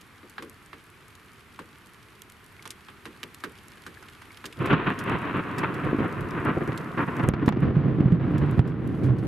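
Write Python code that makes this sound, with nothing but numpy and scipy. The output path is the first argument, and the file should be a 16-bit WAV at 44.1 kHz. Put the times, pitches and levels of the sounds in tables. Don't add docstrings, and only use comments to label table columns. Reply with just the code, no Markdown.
import sys
import numpy as np
from scipy import signal
from scipy.fft import rfft, irfft, next_fast_len
from scipy.io import wavfile
from scipy.ndimage import uniform_filter1d, minimum_filter1d, map_coordinates

SR = 44100
rng = np.random.default_rng(int(sys.argv[2]) if len(sys.argv) > 2 else 0)


def output_pcm(signal):
    pcm = np.clip(np.atleast_2d(signal).T, -1, 1) * 32767
    wavfile.write(sys.argv[1], SR, np.round(pcm).astype(np.int16))


N = 408807

# (frequency [Hz], level [dB])
SPLASH_TONE = [(600, -19.5), (1500, 5.5), (3000, 4), (5000, -3.5), (7000, -5.5), (9500, -4.5), (12500, -4)]


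def thunder_roll():
    # (time [s], body level [dB], crackle level [dB])
    swell = [(4.58, -31, -41.5), (4.7, -31.5, -33.5), (4.98, -36, -38), (5.25, -34, -35.5),
             (5.45, -36.5, -38.5), (5.92, -29.5, -35.0), (6.12, -36, -40.0), (6.5, -32.5, -37.5),
             (6.85, -36.5, -41.5), (7.15, -33, -37.5), (7.55, -26.5, -43.5), (7.8, -25.5, -44),
             (8.18, -26.5, -47), (8.48, -25.5, -42.0), (8.7, -28.5, -47.0), (9.27, -24.5, -47)]
    # (time [s], length [s], body boost [dB], crackle boost [dB], deep bass boost [dB])
    peals = [(4.601, 0.027, 6.5, 6, 4), (4.647, 0.015, 8, 7, 17), (4.7, 0.051, 8.5, 7.5, 4),
             (4.865, 0.067, 9.5, 9.5, -5), (5.073, 0.094, 6, 5.5, 14), (5.343, 0.066, 10.5, 8.5, 3),
             (5.576, 0.045, 5, 3.5, 0), (5.633, 0.017, 1, 10, 0), (5.84, 0.064, 4, 2, 6),
             (5.985, .083, 8, 5, -4), (6.188, 0.095, 2, -1, 13), (6.369, 0.067, 2, 2.5, 13),
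             (6.454, 0.057, 8, 8.5, 2), (6.566, 0.018, 14, 0.5, 8), (6.606, 0.026, 9.5, 5.5, -5),
             (6.676, 0.029, 11.5, 5.5, -8), (6.973, 0.072, 10.5, 12.5, 5), (7.077, 0.019, 8.5, 9, 1),
             (7.194, 0.018, 9.5, 8.5, -2), (7.234, 0.02, 10.5, 9.5, 6), (7.262, 0.081, 6, 0.5, 16.5),
             (7.423, .023, 5.5, 2.5, 4), (7.619, 0.033, 5.5, 5, 4), (7.651, .068, 5, 4, 11.5),
             (7.747, 0.02, 2, 4.5, 0), (7.843, 0.067, 6, 2.5, -7), (7.98, 0.11, 4.5, 2, -1),
             (8.201, .052, 2.5, 4.5, 1.5), (8.344, 0.03, 4, 3.5, 1), (8.415, 0.033, 4.5, 2.5, 11),
             (8.572, 0.043, 5.5, -2, -2), (9.017, 0.097, 3, 2.5, -4.5)]
    # (frequency [Hz], level [dB])
    near_tone = [(50, -21.5), (85, -6), (114, -1.5), (151, 1.5), (215, -3.5), (296, -0.5), (423, -6),
                 (460, -10), (496, -10.5), (621, -18.5), (702, -15), (800, -15), (1040, -55.5),
                 (1760, -120)]
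    far_tone = [(65, -30), (90, -10.5), (122, 5), (165, 2.5), (215, -4), (300, -3), (420, -11.5),
                (600, -23), (800, -27), (1200, -64.5), (2500, -120)]
    bass_tone = [(12, -28.5), (25, -33), (45, -10.5), (70, 5), (88, 1), (115, -6), (160, -29), (300, -90.5),
                 (800, -120)]
    crackle_tone = [(350, -27), (600, -10), (820, 1.5), (1050, 7.5), (1400, 5), (1900, 0), (2400, -10),
                    (3200, -32), (5000, -56.5), (8000, -110)]
    edge_tone = [(1400, -26.5), (2100, 2.5), (2600, 14.5), (3200, 8), (4000, -1.5), (5000, -22.5),
                 (7000, -32.5), (12000, -90.5)]
    rasp_tone = [(1400, -16), (2100, -1), (2700, 5.5), (3500, -0.5), (4500, -9.5), (6000, -22),
                 (8000, -32.5), (12000, -71)]
    start_s, onset_s = 4.608, 0.019
    far_s, handover_s = 6.91, .76
    dulling_db_per_s, low_cut_hz = 3.53, 48

    t = np.arange(N) / SR
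    body_db, crackle_db = curves(swell) + 1.5 * wobble(rate=14)
    body_boost, crackle_boost, bass_boost = sum(
        np.outer(boosts_db, peal(t - s, length)) for s, length, *boosts_db in peals)
    echoes = rng.standard_normal((2, N))
    shocks = np.array([impulses(rate=700, scatter_db=3.5), impulses(rate=3400, scatter_db=1.5)])
    shocks += 1.035 * echoes
    far = np.clip((t - far_s) / handover_s, 0, 1)
    near = 1 - far

    body = near * rumble(shocks, near_tone, even_s=.07) + far * rumble(shocks, far_tone, even_s=.04)
    bass = rumble(shocks, bass_tone, even_s=0.075)
    thin_bass = filtered(bass, lambda hz: 1 - 1 / (1 + (hz / low_cut_hz) ** 6))
    bass = near * thin_bass + far * amp(4) * bass
    edge_db = -11 - dulling_db_per_s * (t - start_s)
    edge = near * amp(edge_db) * rumble(shocks, edge_tone, even_s=.12)
    rasp = far * amp(-15) * rumble(shocks, rasp_tone, even_s=.075)
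    tearing = rumble(shocks, crackle_tone, even_s=0.12) + edge + rasp
    arrival = np.exp(np.minimum(t - start_s, 0) / onset_s)
    return arrival * (amp(body_db + body_boost) * body
                      + amp(body_db - 18.5 + bass_boost) * bass
                      + amp(crackle_db + crackle_boost) * tearing)


def rumble(shocks, tone, even_s):
    # (frequency [Hz], level [dB])
    width = [(30, -23), (150, -14.5), (400, -12.5), (1200, -9.5), (3000, -8)]
    mid, side = coloured(shocks, tone)
    side = filtered(side, lambda hz: amp(along(width, hz)))
    size = max(int(even_s * SR), 2)
    power = np.abs(uniform_filter1d(uniform_filter1d(mid ** 2, size), size))
    return np.array([mid + side, mid - side]) / np.sqrt(power + 1e-12)


def peal(t, length, rise_s=.008, fall_s=.018):
    return np.clip(np.minimum(.5 + t / rise_s, .5 + (length - t) / fall_s), 0, 1)


def thunder_booms():
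    # (time [s], level [dB], pitch [Hz], fade time [s], crack [dB], snap [dB])
    heavy_shocks = [(4.673, -20.5, 298, 0.0088, 0, -30), (4.731, -11, 160, 0.082, -7.5, -33),
                    (5.637, -17, 318, 0.027, -9, -40), (5.93, -10, 303, 0.015, -29, -45),
                    (5.946, -15.5, 294.6, 0.042, -20, -50), (5.986, -13.5, 257, 0.04, -26, -45),
                    (6.004, -10.5, 272, 0.023, -21, -45), (6.721, -27, 269, .03, 3.5, -36.5),
                    (6.982, -24.5, 280, 0.041, -2.5, -49), (7.197, -24.5, 270, .02, 0.5, -44.5),
                    (7.2882, -0.5, 134, 0.0051, -14.5, -11.5), (7.337, -13.5, 150, 0.018, -5, -36),
                    (7.4776, -4, 222, 0.014, -19.5, -46.5), (7.4812, -18, 246, 0.03, 3, -23),
                    (7.4902, -17.5, 208, 0.1, 2.5, -8.5), (7.524, -27.5, 261, 0.044, 3.5, -40.5),
                    (7.57, -16, 230, 0.04, -16.5, -56), (8.006, -8.5, 196, 0.021, -21, -49),
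                    (8.057, -9, 152, 0.051, -29, -52), (8.121, -7, 167, 0.1, -20, -41.5),
                    (8.583, -12, 135, 0.077, -18.5, -58), (8.593, 0, 125, 0.054, -16, -37),
                    (7.767, -8.5, 151.5, 0.074, -25, -53.5), (9.043, -16, 126, 0.12, -17, -54),
                    (9.097, -14, 122.5, 0.28, -18.5, -60)]
    # (frequency [Hz], level [dB])
    crack_tone = [(150, -31.5), (400, 6), (700, 8), (1100, 8), (2500, -2.5), (5000, -20), (12000, -50)]
    snap_tone = [(1500, -35.5), (3000, -12), (4500, -9.5), (6000, -8), (8000, -2.5), (10000, -4),
                 (12500, -7.5)]
    out, t = np.zeros((2, N)), np.arange(SR // 4) / SR
    for s, db, hz, t60, crack_db, snap_db in heavy_shocks:
        swing = peak_one(-np.sin(2 * np.pi * hz * t) * fade(t, t60) * rise(t, 0.00083))
        jolt = stereo_noise(len(t), side_db=-3.0) * fade(t, t60=0.048)
        jolt[:, 0] -= 9
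        crack = peak_one(coloured(jolt, crack_tone))
        snap = peak_one(coloured(stereo_noise(len(t), side_db=-5.5) * fade(t, t60=0.0046), snap_tone))
        add(out, s, amp(db) * (swing + amp(crack_db) * crack + amp(snap_db) * snap))
    high_pass = signal.butter(2, 55, "highpass", fs=SR, output="sos")
    return signal.sosfilt(high_pass, out)


def cover_taps():
    # (time [s], level [dB], thump [dB], splash [dB], left minus right [dB])
    heavy_drops = [(0.231, -44, 3.5, -22, 0), (0.382, -22.5, -15.5, -30, -1.5), (0.424, -30.5, -4, -5, 1.5),
                   (0.731, -30, -13.5, -15, -2.5), (1.591, -27, -8.5, -11.5, -0.5),
                   (2.655, -29, -14.5, -5, -3.5), (2.886, -31.5, -18, -24, -1),
                   (3.055, -25.5, -11, -9.5, -1.5), (3.231, -31.5, -6.5, -15, 2),
                   (3.438, -20, -11, -9.5, -3), (3.865, -28.5, -11, -4.5, -2.5),
                   (4.026, -37, -29.5, -2.5, -5), (4.219, -35.5, -24, -3.5, -3),
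                   (4.442, -27, -10, -14.5, 1)]
    # (frequency [Hz], level [dB])
    slap_tone = [(300, -21), (700, -4.5), (1050, 6.5), (1700, 3.5), (2100, -0.5), (2700, -3.5),
                 (4000, -9.5), (6000, -25.5), (13000, -36)]
    thump_tone = [(90, -38), (165, -3), (240, -0.5), (330, 0), (460, -1), (600, -14), (900, -32),
                  (3000, -96)]
    out, t = np.zeros((2, N)), np.arange(SR // 4) / SR
    for s, db, thump_db, splash_db, lean_db in heavy_drops:
        blow = stereo_noise(len(t), side_db=-4.5) * fade(t, t60=0.095)
        blow[:, 0] += 11
        spot_tone = [(hz, level + 2 * rng.standard_normal()) for hz, level in slap_tone]
        slap = peak_one(coloured(blow, spot_tone))
        flapping = stereo_noise(len(t), side_db=-15.0) * fade(t, t60=0.22) * rise(t, 0.0024)
        thump = peak_one(coloured(flapping, thump_tone))
        drop = slap + amp(thump_db) * thump + amp(splash_db) * splash(t, t60=0.057, hz=5660)
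        add(out, s, amp(db) * panned(lean_db) * drop)
    return out


def splash(t, t60, hz):
    tone = [(f, db - 6 * abs(np.log2(f / hz)) + rng.normal(0, .3)) for f, db in SPLASH_TONE]
    spray = amp(3.7 * np.repeat(rng.standard_normal(len(t)), repeats=40)[:len(t)])
    burst = stereo_noise(len(t), side_db=-12) * spray * fade(t, t60)
    burst[:, 0] += 2.5
    return peak_one(coloured(burst, tone))


def drop_ticks(drops):
    out, t = np.zeros((2, N)), np.arange(SR // 8) / SR
    for s, db, hz, t60, lean_db in drops:
        add(out, s, amp(db) * panned(lean_db) * splash(t, t60, hz))
    return out


def puddle_plinks():
    # (time [s], level [dB], starting pitch [Hz], left minus right [dB])
    drips = [(0.9415, -49, 2350, -1), (2.594, -38.5, 2150, -.5), (3.774, -47, 1640, -.5),
             (3.972, -39, 1680, 9), (4.3061, -39.5, 2170, -.5)]
    out, t = np.zeros((2, N)), np.arange(SR // 10) / SR
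    for s, db, hz, lean_db in drips:
        bubble = np.sin(2 * np.pi * hz * t * (1 + 3 * t))
        ring = peak_one(bubble * fade(t, t60=0.019) * rise(t, 0.00034))
        add(out, s, amp(db) * panned(lean_db) * ring)
    return out


def stray_drops(count, usual_db=-40, usual_hz=7000, t60=.025):
    times = (np.arange(count) + rng.random(count)) / count * N / SR
    return drop_ticks([(s, usual_db + 2 * size, usual_hz * 2 ** (.5 * pitch), t60, 4 * lean)
                       for s, (size, pitch, lean) in zip(times, rng.standard_normal((count, 3)))])


def rain():
    # (frequency [Hz], level [dB])
    land_tone = [(15, -18.5), (40, -9.5), (90, 3), (150, -1.5), (250, -4.5), (400, -5), (560, -16),
                 (780, -13.5), (1200, -6.5), (2300, -11.5), (3300, -20.5), (5000, -28), (9000, -66.5)]
    # (frequency [Hz], likeness [0 to 1])
    likeness = [(60, 0.92), (150, 0.73), (370, 0.88), (900, 0.83), (2220, 0.69), (5480, 0.16),
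                (13500, 0.63)]
    # (time [s], level [dB])
    rain_levels = [(0, -66.5), (2.2, -66.5), (4.4, -64), (5.2, -66.5), (7.2, -65), (7.42, -72.5),
                   (7.8, -81.5), (8.45, -71.5), (9.27, -69.5)]

    def ear_shares(hz):
        angle = np.arccos(np.clip(along(likeness, hz), -1, 1)) / 2
        return np.array([np.cos(angle), np.sin(angle)])

    mid, side = filtered(coloured(rng.standard_normal((2, N)), land_tone), ear_shares)
    wash = power_one(np.array([mid + side, mid - side])) * amp(0.16 * wobble(rate=3.2))
    hiss = power_one(coloured(stereo_noise(N, side_db=-8), SPLASH_TONE))
    mix = amp(13.5) * wash + amp(5.5) * hiss + amp(1.5) * patter(surfaces=8, rate=6.6)
    rain_db, = curves(rain_levels)
    return amp(rain_db) * panned(-0.74) * mix


def patter(surfaces, rate):
    out, t = np.zeros((2, N)), np.arange(SR // 20) / SR
    for hz in np.geomspace(2000, 13000, surfaces):
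        hits = impulses(rate, scatter_db=4)
        out += signal.fftconvolve(hits[None], splash(t, t60=.012, hz=hz), axes=1)[:, :N]
    return power_one(out)


def rain_dip_db(thunder, above_db=-22, dip_per_db=1.7, deepest_db=11):
    step = 1 / (0.0092 * SR)
    power = signal.lfilter([step], [1, step - 1], np.mean(thunder ** 2, axis=0))
    level_db = 10 * np.log10(power + 1e-12)
    release_db = 48.5 * np.arange(N) / SR
    held_db = np.maximum.accumulate(level_db + release_db) - release_db
    return np.clip(dip_per_db * (held_db - above_db), 0, deepest_db)


def amp(db):
    return 10 ** (np.asarray(db) / 20)


def power_one(x):
    return x / np.sqrt(np.mean(x ** 2) + 1e-20)


def peak_one(x):
    return x / (np.abs(x).max() + 1e-20)


def along(points, hz):
    f, v = np.transpose(points)
    return np.interp(np.log(hz + 1), np.log(f + 1), v)


def curves(rows):
    s, *cols = np.transpose(rows)
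    return [np.interp(np.arange(N) / SR, s, c) for c in cols]


def wobble(rate):
    return map_coordinates(rng.standard_normal(int(N * rate / SR) + 4), [np.arange(N) * rate / SR])


def filtered(x, response):
    n = x.shape[-1]
    m = next_fast_len(n + SR // 4)
    return irfft(rfft(x, m) * response(np.fft.rfftfreq(m, 1 / SR)), m)[..., :n]


def coloured(x, tone, size=4096):
    cepstrum = irfft(np.log(amp(along(tone, np.fft.rfftfreq(size, 1 / SR)))))
    cepstrum[1:size // 2] *= 2
    cepstrum[size // 2 + 1:] = 0
    ring = irfft(np.exp(rfft(cepstrum)))
    return signal.fftconvolve(np.atleast_2d(x), ring[None], axes=1)[:, :x.shape[-1]]


def rise(t, rise_s):
    return 1 - np.exp(-t / rise_s)


def fade(t, t60):
    return np.exp(-np.log(1000) * t / max(t60, .002))


def panned(lean_db):
    return amp(np.array([lean_db, -lean_db]).reshape(2, -1) / 2)


def stereo_noise(n, side_db):
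    mid, side = rng.standard_normal((2, n))
    return power_one(np.array([mid + amp(side_db) * side, mid - amp(side_db) * side]))


def add(track, s, sound):
    part = track[:, max(round(s * SR), 0):][:, :sound.shape[-1]]
    part += sound[:, :part.shape[1]]


def impulses(rate, scatter_db):
    size = amp(scatter_db * np.clip(rng.standard_normal(N), -2, 2))
    return power_one((rng.random(N) < rate / SR) * rng.choice([-1, 1], N) * size)


def scene():
    # (frequency [Hz], left minus right [dB])
    thunder_lean = [(40, -5.5), (110, -4), (180, -3), (370, 2), (670, 1), (1220, 1.5), (2220, -1.5),
                    (4060, -2.5)]
    # (time [s], level [dB], pitch [Hz], fade time [s], left minus right [dB])
    small_drops = [(0.297, -35, 11000, 0.024, 5), (0.497, -28.5, 10900, 0.012, 1.5),
                   (1.153, -36, 6870, .03, 3), (1.86, -42, 8340, .026, 11),
                   (2.2192, -29, 8230, 0.012, -5.5), (2.2995, -34.5, 8500, .014, -2),
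                   (2.3213, -36, 9000, .01, 0.5), (2.6246, -33.5, 5200, .024, 3),
                   (2.676, -27, 7370, .014, -1), (2.7052, -24, 6750, 0.047, 0.5),
                   (3.2312, -22.5, 3380, 0.03, -4.5), (3.3454, -28.5, 7260, 0.019, -1),
                   (3.6832, -31, 6870, 0.011, 1), (3.7188, -35.5, 3600, .027, -3),
                   (4.0844, -38.5, 3200, .027, -1.5), (4.372, -35, 4000, 0.02, -3.5),
                   (4.455, -26, 4900, 0.05, -3), (4.5262, -33.5, 3300, 0.02, 1),
                   (4.658, -32, 8400, 0.045, -1.5), (4.9897, -25, 5830, 0.069, -2.5),
                   (5.0386, -35.5, 10400, .02, 8), (5.097, -29, 9600, .016, -1.5),
                   (5.5832, -27, 5700, 0.061, -1.5), (5.7418, -36.5, 5300, .055, -4.5),
                   (6.2082, -37.5, 10000, 0.032, 5.5), (6.45, -35.5, 11900, .018, -0.5),
                   (6.675, -38, 5460, .035, -2), (6.776, -26, 4950, 0.036, -3.5),
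                   (7.235, -38, 8960, .022, -2.5), (7.46, -35, 6240, .06, -1.5),
                   (8.38, -35.5, 4860, .06, -1.5), (8.511, -38.5, 9300, 0.025, -4),
                   (8.675, -44, 4190, 0.12, -0.5), (9.035, -41, 4800, 0.15, -2),
                   (9.185, -43.5, 5000, .07, -3)]
    thunder = filtered(thunder_roll() + thunder_booms(), lambda hz: panned(along(thunder_lean, hz)))
    shower = rain() + stray_drops(count=24)
    close_drops = cover_taps() + puddle_plinks() + drop_ticks(small_drops)
    return thunder + close_drops + amp(-rain_dip_db(thunder)) * shower


def record(dry):
    ceiling, top_hz = .58, 13150
    needed_gain = ceiling / np.maximum(np.abs(dry).max(axis=0), ceiling)
    reach = SR // 40
    held_gain = minimum_filter1d(needed_gain, 2 * reach + 1, origin=reach - SR // 1000)
    gain = uniform_filter1d(held_gain, size=SR // 500)
    return filtered(dry * gain, lambda hz: hz < top_hz)


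dry = scene()
out = record(dry)
output_pcm(out)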